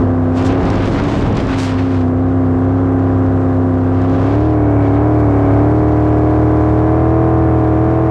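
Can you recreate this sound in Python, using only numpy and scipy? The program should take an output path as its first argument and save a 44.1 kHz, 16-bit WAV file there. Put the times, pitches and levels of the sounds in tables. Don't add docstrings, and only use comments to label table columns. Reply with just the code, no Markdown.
import sys
import numpy as np
from scipy import signal
from scipy.fft import rfft, irfft, next_fast_len
from scipy.io import wavfile
from scipy.ndimage import uniform_filter1d

SR = 44100
rng = np.random.default_rng(int(sys.argv[2]) if len(sys.argv) > 2 else 0)


def volts_from_decibels(level):
    exponent = np.asarray(level, float) / 20
    return 10 ** exponent


def store_pcm(level_fs):
    pcm = np.round(np.clip(level_fs, -1, 1) * 32767).astype(np.int16)
    wavfile.write(sys.argv[1], SR, np.atleast_2d(pcm).T)


N = 357210
TIME = np.arange(N) / SR

# (multiple of the cycle, level [dB])
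CRUISE_TONES = [(1, -29), (2, -16), (3, 1), (4, -16.5), (5, -9.5), (6, -23.5), (7, -31.5), (8, 4),
                (9, -14.5), (10, -11.5), (11, -5), (12, -31.5), (13, -9), (14, -16), (15, -34), (16, -13),
                (17, -33.5), (18, -30.5), (19, -18.5), (20, -23), (21, -17), (22, -21.5), (23, -19.5),
                (24, -18.5), (25, -30), (26, -28), (27, -35), (28, -33.5), (29, -31.5), (30, -22)]
# (multiple of the cycle, level [dB])
PUSHED_TONES = [(1, -28), (2, -3), (3, 1), (4, -10), (5, -15), (6, -24.5), (7, -10.5), (8, 4), (9, -10),
                (10, -6.5), (11, -3), (12, -18), (13, -9.5), (14, -20.5), (15, -21.5), (16, -10),
                (17, -23.5), (18, -10.5), (19, -13.5), (20, -20), (21, -15.5), (22, -23), (23, -22.5),
                (24, -27), (25, -22), (26, -17), (27, -28.5), (28, -23.5), (29, -21.5), (30, -23.5)]
CRUISE_COMB_DB = [5.5, 2, -3, 5, 4, 4.5, -4, -6]
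PUSHED_COMB_DB = [-1, 3.5, -6, 2.5, 6.5, -7.5, -0.5, -1]
FIRING_ORDER = np.array([1, 8, 4, 3, 6, 5, 7, 2])
# (frequency [Hz], gain [dB])
HULL = [(50, -6), (80, 0), (170, -4), (230, 0), (450, 0), (570, -6), (640, 0), (800, 0), (870, -7),
        (990, 0), (1250, 0), (1350, -5), (1700, -4), (2400, -10)]
# (frequency [Hz], density [dB per Hz])
ROAR_COLOUR = [(20, -29), (47, -10), (90, -5.5), (200, -12.5), (350, -14.5), (700, -18.5), (895, -24),
               (1050, -23.5), (1600, -28), (1780, -35), (4500, -59.5), (8000, -62.5), (10000, -71.5),
               (15500, -91.5)]
# (frequency [Hz], density [dB per Hz])
RASP_COLOUR = [(1900, -29.5), (2180, -3.5), (2300, -3), (2420, -15.5), (2800, -32)]
# (frequency [Hz], density [dB per Hz])
HISS_COLOUR = [(500, -26.5), (900, -2.5), (1800, -8), (3200, -14.5), (5000, -22), (7800, -31.5),
               (9500, -42), (12000, -51.5), (15500, -71.5)]
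# (frequency [Hz], density [dB per Hz])
BUFFET_COLOUR = [(20, -11), (40, 2), (70, 0), (150, -1), (330, -2.5), (650, -15), (1200, -22),
                 (2500, -51.5)]
# (time [s], engine cycle rate [Hz])
LEVER = [(0, 32.22), (.4, 32.38), (.81, 33.3), (1.06, 36.02), (1.69, 32.55), (2.05, 31.96), (2.55, 32.41),
         (2.77, 33.49), (3.83, 32.49), (4.23, 33.53), (4.46, 39.13), (4.9, 35.02), (5.1, 38.53),
         (5.49, 35.16), (5.75, 38.42), (6.81, 38.78), (7.71, 39.4), (8.1, 40.14)]
# (peak time [s], rate change [Hz], half
# length [s])
SKIPS = [
    (0.24, -0.31, .18),
    (0.599, 1.3, .24),
    (1.874, .9, .18),
    (2.306, 0.84, .24),
    (3.266, -0.074, 0.24),
    (4.657, -0.3, 0.2016),
    (5.319, -0.66, 0.135),
    (6.075, -.35, .35),
    (7.221, 1.62, .58),
    (7.953, 0.84, 0.25),
]
# (time [s], level [dB], load [dB], head turned from the pipes [0-1, clipped])
EFFORT = [(0, -19, 0.5, 0.24), (.45, -20.5, 3.5, 0), (.6, -23, 4.5, 0.1), (1.1, -23, -0.5, 2.5),
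          (1.35, -28.5, 3, 3), (1.65, -22.5, 0.5, 0.86), (2.05, -19, 0.5, 0.25), (3.1, -18.5, 2.5, 0.03),
          (3.83, -19.5, 2, 0.13), (4.26, -17.5, 2.5, 0.02), (4.45, -18.5, 0.5, 0.28),
          (4.88, -17.5, 4, 0.07), (5.1, -18, 2.5, 0.12), (5.55, -16, 3.5, 0.11), (5.75, -17.5, 2, 0.07),
          (6.8, -18, 3, 0), (7.35, -18, 3, 0.01), (8.1, -19.5, 3, 0)]
# (start [s], length [s], hiss [dB], brightness [dB], buffeting [dB])
GUSTS = [(0, .01, -49, -8, -13), (0.375, .03, -44, 3, -29), (0.396, 0.025, -38.5, -10, -27),
         (0.458, .025, -40, 4.5, -19), (0.499, .03, -36, -16, -18), (0.613, .15, -38, -11, -15),
         (0.782, 0.059, -37, -12.5, -19), (0.862, .09, -39.5, -4.5, -18), (.96, 0.087, -37.5, -12, -16),
         (1.084, 0.11, -38, -6.5, -17.5), (1.216, 0.054, -40.5, -7.5, -16), (1.272, .07, -41.5, -13.5, -15),
         (1.355, .015, -35, -12, -18), (1.399, 0.038, -39, -7.5, -17), (1.495, 0.053, -35.5, -10.5, -20.5),
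         (1.587, 0.072, -39.5, 2, -31.5), (1.658, .04, -38.5, -6, -32.5), (1.724, 0.076, -42.5, -13, -23.5),
         (1.79, .22, -44, -9, -60), (3.98, .53, -48, -10, -61.5), (4.14, 0.21, -47.5, -7.5, -23),
         (4.85, 0.11, -50, -12, -50), (5.2, 1.53, -57.5, -1.5, -49), (5.46, 0.14, -55, -11, -50)]
# (time [s], peak [dB])
TICKS = [(0.3561, -36), (0.4243, -26), (0.5222, -27), (0.631, -30), (0.653, -27), (0.701, -19.5),
         (0.7405, -28), (0.7555, -26), (0.79, -31), (0.823, -26), (0.855, -24), (0.8584, -28), (1.037, -24),
         (1.0688, -28), (1.2785, -32), (1.2946, -35), (1.3268, -28), (1.3523, -31), (1.3694, -20),
         (1.4017, -22), (1.4486, -32), (1.4688, -30), (1.512, -31), (1.739, -33), (1.7992, -35),
         (4.017, -34), (4.0961, -33), (4.203, -40), (4.2428, -36), (4.4033, -35)]

CRUISE_HZ, PUSHED_HZ, OPENING_HZ = 32.57, 38.4, (33.4, 36.22)
# (start [dB], fall [dB per multiple])
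CRUISE_TOP_DB, PUSHED_TOP_DB = (-29, .4), (-29, 0.31)
LOPE_DB, LOPE_DB_PER_LOAD_DB, BARK_DB, BARK_DB_PER_LOAD_DB = 1.05, 0.73, -7.5, 1.23
SHADE_DB = -8
TORN_DB, TORN_FROM_DB = 2.5, (-24, -22)
HISS_DB_PER_S, BUFFET_DB_PER_S = (630, 230), (300, 91)
CALM_DB, CALM_BRIGHT_DB, CALM_DB_PER_LOAD_DB, STILL_DB = -59, -6, 0.92, -45.5


def columns(table):
    s, *rest = np.transpose(table)
    return [np.interp(TIME, s, c) for c in rest]


def walk(rate_hz, time=TIME):
    steps = np.repeat(rng.standard_normal(int(N / SR * rate_hz) + 3), 8)
    smooth = uniform_filter1d(uniform_filter1d(steps, size=8), size=8)
    return 0.79 * np.interp(time * rate_hz * 8, np.arange(len(smooth)), smooth)


def bands(colour, source):
    size = next_fast_len(N)
    octave = np.log2(np.maximum(np.arange(size // 2 + 1) * SR / size, 1))
    hz, db = np.transpose(colour)
    shaped = rfft(source, size) * volts_from_decibels(np.interp(octave, np.log2(hz), db, left=-90, right=-90))
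    shaped /= np.std(irfft(shaped, size))
    centres = np.arange(np.floor(np.log2(hz[0])), np.log2(hz[-1]) + 1)
    return [(2 ** c, irfft(shaped * np.clip(1 - abs(octave - c), 0, 1), size)[:N]) for c in centres]


def gusts(level_db, slopes_db_per_s):
    start, length = np.transpose(GUSTS)[:2, :, None]
    time = TIME[::32]
    rise_db_per_s = slopes_db_per_s[0] / (1 + length / .08)
    fade_db = rise_db_per_s * np.maximum(start - time, 0)
    fade_db = fade_db + slopes_db_per_s[1] * np.maximum(time - start - length, 0)
    return volts_from_decibels(2 * (level_db[:, None] - fade_db))


def wind(load_db):
    hiss_db, bright_db, buffet_db = np.transpose(GUSTS)[2:]
    blow = gusts(hiss_db, HISS_DB_PER_S)
    calm = volts_from_decibels(2 * (CALM_DB + CALM_DB_PER_LOAD_DB * load_db[::32]))
    total = blow.sum(axis=0) + calm
    mean_bright_db = (bright_db @ blow + CALM_BRIGHT_DB * calm) / total
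    thump = gusts(buffet_db, BUFFET_DB_PER_S).sum(axis=0) + volts_from_decibels(2 * STILL_DB)
    coarse = 10 * np.log10(total), mean_bright_db, 10 * np.log10(thump)
    return [np.interp(TIME, TIME[::32], db) for db in coarse]


def hiss(level_db, bright_db):
    flutter = walk(70)
    grit = rng.standard_normal(N) * volts_from_decibels(2.6 * rng.exponential(size=N))
    out = 0
    for hz, part in bands(HISS_COLOUR, grit):
        tilt_db = (bright_db + 8.5) * np.clip(1.7 * np.log2(hz / 3400), 0, 1.3)
        out = out + part * volts_from_decibels(tilt_db + 2.206 * flutter + 0.53 * walk(25))
    return out * volts_from_decibels(level_db + 8.5)


def buffet(level_db):
    lump = walk(45)
    out = 0
    for _, part in bands(BUFFET_COLOUR, rng.standard_normal(N)):
        out = out + part * volts_from_decibels(0.6 * lump + 0.62 * walk(30))
    return out * volts_from_decibels(level_db)


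def ticks():
    size, decay_s = 300, .0012
    out, t = np.zeros(N + size), np.arange(size) / SR
    chance = rng.standard_normal((len(TICKS), size))
    dull = signal.butter(4, [1600, 6800], "band", fs=SR, output="sos")
    for (s, db), noise in zip(TICKS, chance):
        body = signal.sosfilt(dull, noise * t * np.exp(-t / decay_s))
        at = int(s * SR)
        out[at:at + size] += volts_from_decibels(db - 3) * body / abs(body).max()
    return out[:N]


def roar(cycle, effort_db):
    puff = 1 + 0.18 * np.cos(8 * cycle) + 0.33 * np.cos(3 * cycle)
    out = 0
    for hz, part in bands(ROAR_COLOUR, rng.standard_normal(N)):
        out = out + part * volts_from_decibels(walk(8.3)) * (puff if hz > 400 else 1)
    return out * volts_from_decibels(effort_db - 11)


def rasp(hz, cycle, effort_db):
    push = np.interp(hz, [36, 40], [1, .3]) * np.interp(hz, [34, 35.3], [0, 1])
    ring = sum(part for _, part in bands(RASP_COLOUR, rng.standard_normal(N)))
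    return ring * push * (1 + .5 * np.cos(8 * cycle)) * volts_from_decibels(effort_db - 35)


def revs():
    skips = 0
    for s, hz, half_s in SKIPS:
        skips = skips + hz * np.cos(np.pi / 2 * np.clip((TIME - s) / half_s, -1, 1)) ** 2
    return uniform_filter1d(columns(LEVER)[0], size=2600) + skips


def hull_db(hz):
    return np.interp(hz, *np.transpose(HULL))


def ladder(table, top_db, comb_db, at_hz, count=36):
    step = np.arange(1, count + 1)
    k = len(table) + step
    db = top_db[0] - top_db[1] * step + hull_db(k * at_hz) + np.array(comb_db)[k % 8]
    return list(table) + list(zip(k, db))


def exhaust(*controls):
    hz, cycle, firing_db, lope_db, bark_db, shade_db = (c[::4] for c in controls)
    time = TIME[::4]
    push = np.interp(hz, OPENING_HZ, [0, 1])
    near_db = -6 * (1 - FIRING_ORDER % 2) - .5 * (4 - (FIRING_ORDER + 1) // 2) ** 2
    pattern = np.angle(np.fft.fft(volts_from_decibels(near_db)))
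    scatter = rng.uniform(0, 2 * np.pi, 66)
    easy = ladder(CRUISE_TONES, CRUISE_TOP_DB, CRUISE_COMB_DB, CRUISE_HZ)
    hard = ladder(PUSHED_TONES, PUSHED_TOP_DB, PUSHED_COMB_DB, PUSHED_HZ)
    out = 0
    for (k, easy_db), (_, hard_db), chance in zip(easy, hard, scatter):
        if k < 6:
            family_db = lope_db
        elif k < 9:
            family_db = firing_db
        elif k < 15:
            family_db = firing_db + shade_db
        else:
            family_db = bark_db + 7
        easy_db = easy_db - hull_db(k * CRUISE_HZ)
        hard_db = hard_db - hull_db(k * PUSHED_HZ)
        db = family_db + easy_db + push * (hard_db - easy_db) + hull_db(k * hz)
        if k < 25:
            lag = pattern[int(k) % 8] + .3 * k ** 2 + .33 * max(k - 14, 0) ** 2
        else:
            lag = chance
        level = np.sqrt(2) * volts_from_decibels(db + (0.41 + 0.028 * k) * walk(14, time))
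        out = out - level * np.cos(k * cycle - lag + .009 * k * walk(18, time))
    return signal.resample_poly(out, up=4, down=1, window=("kaiser", 12.))[:N]


def scene():
    hz = revs()
    level_db, load_db, turned = columns(EFFORT)
    hiss_db, bright_db, buffet_db = wind(load_db)
    torn_db = np.interp(buffet_db, TORN_FROM_DB, [0, TORN_DB])
    firing_db = level_db + torn_db * walk(14)
    lope_db = level_db + LOPE_DB + LOPE_DB_PER_LOAD_DB * load_db + torn_db * (walk(15) - .8)
    bark_db = level_db + BARK_DB + BARK_DB_PER_LOAD_DB * load_db + .5 * torn_db * (1 + walk(6.8))
    shade_db = SHADE_DB * np.clip(turned, 0, 1)
    cycle = 2 * np.pi * np.cumsum(hz) / SR
    engine = exhaust(hz, cycle, firing_db, lope_db, bark_db, shade_db)
    engine = engine + roar(cycle, bark_db + 12.5) + rasp(hz, cycle, bark_db + 11)
    return (engine + hiss(hiss_db, bright_db) + buffet(buffet_db) + ticks())[None]


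def top_cut(x):
    return signal.sosfilt(signal.butter(12, 15100, fs=SR, output="sos"), x)


def record(dry):
    power = uniform_filter1d(uniform_filter1d(dry ** 2, size=1300), size=1300)
    loud_db = 10 * np.log10(power + 1e-9)
    even = dry * volts_from_decibels(-.35 * (loud_db + 11))
    mix = np.tanh(0.65 * even) / 0.72
    return top_cut(mix)


dry = scene()
out = record(dry)
store_pcm(out)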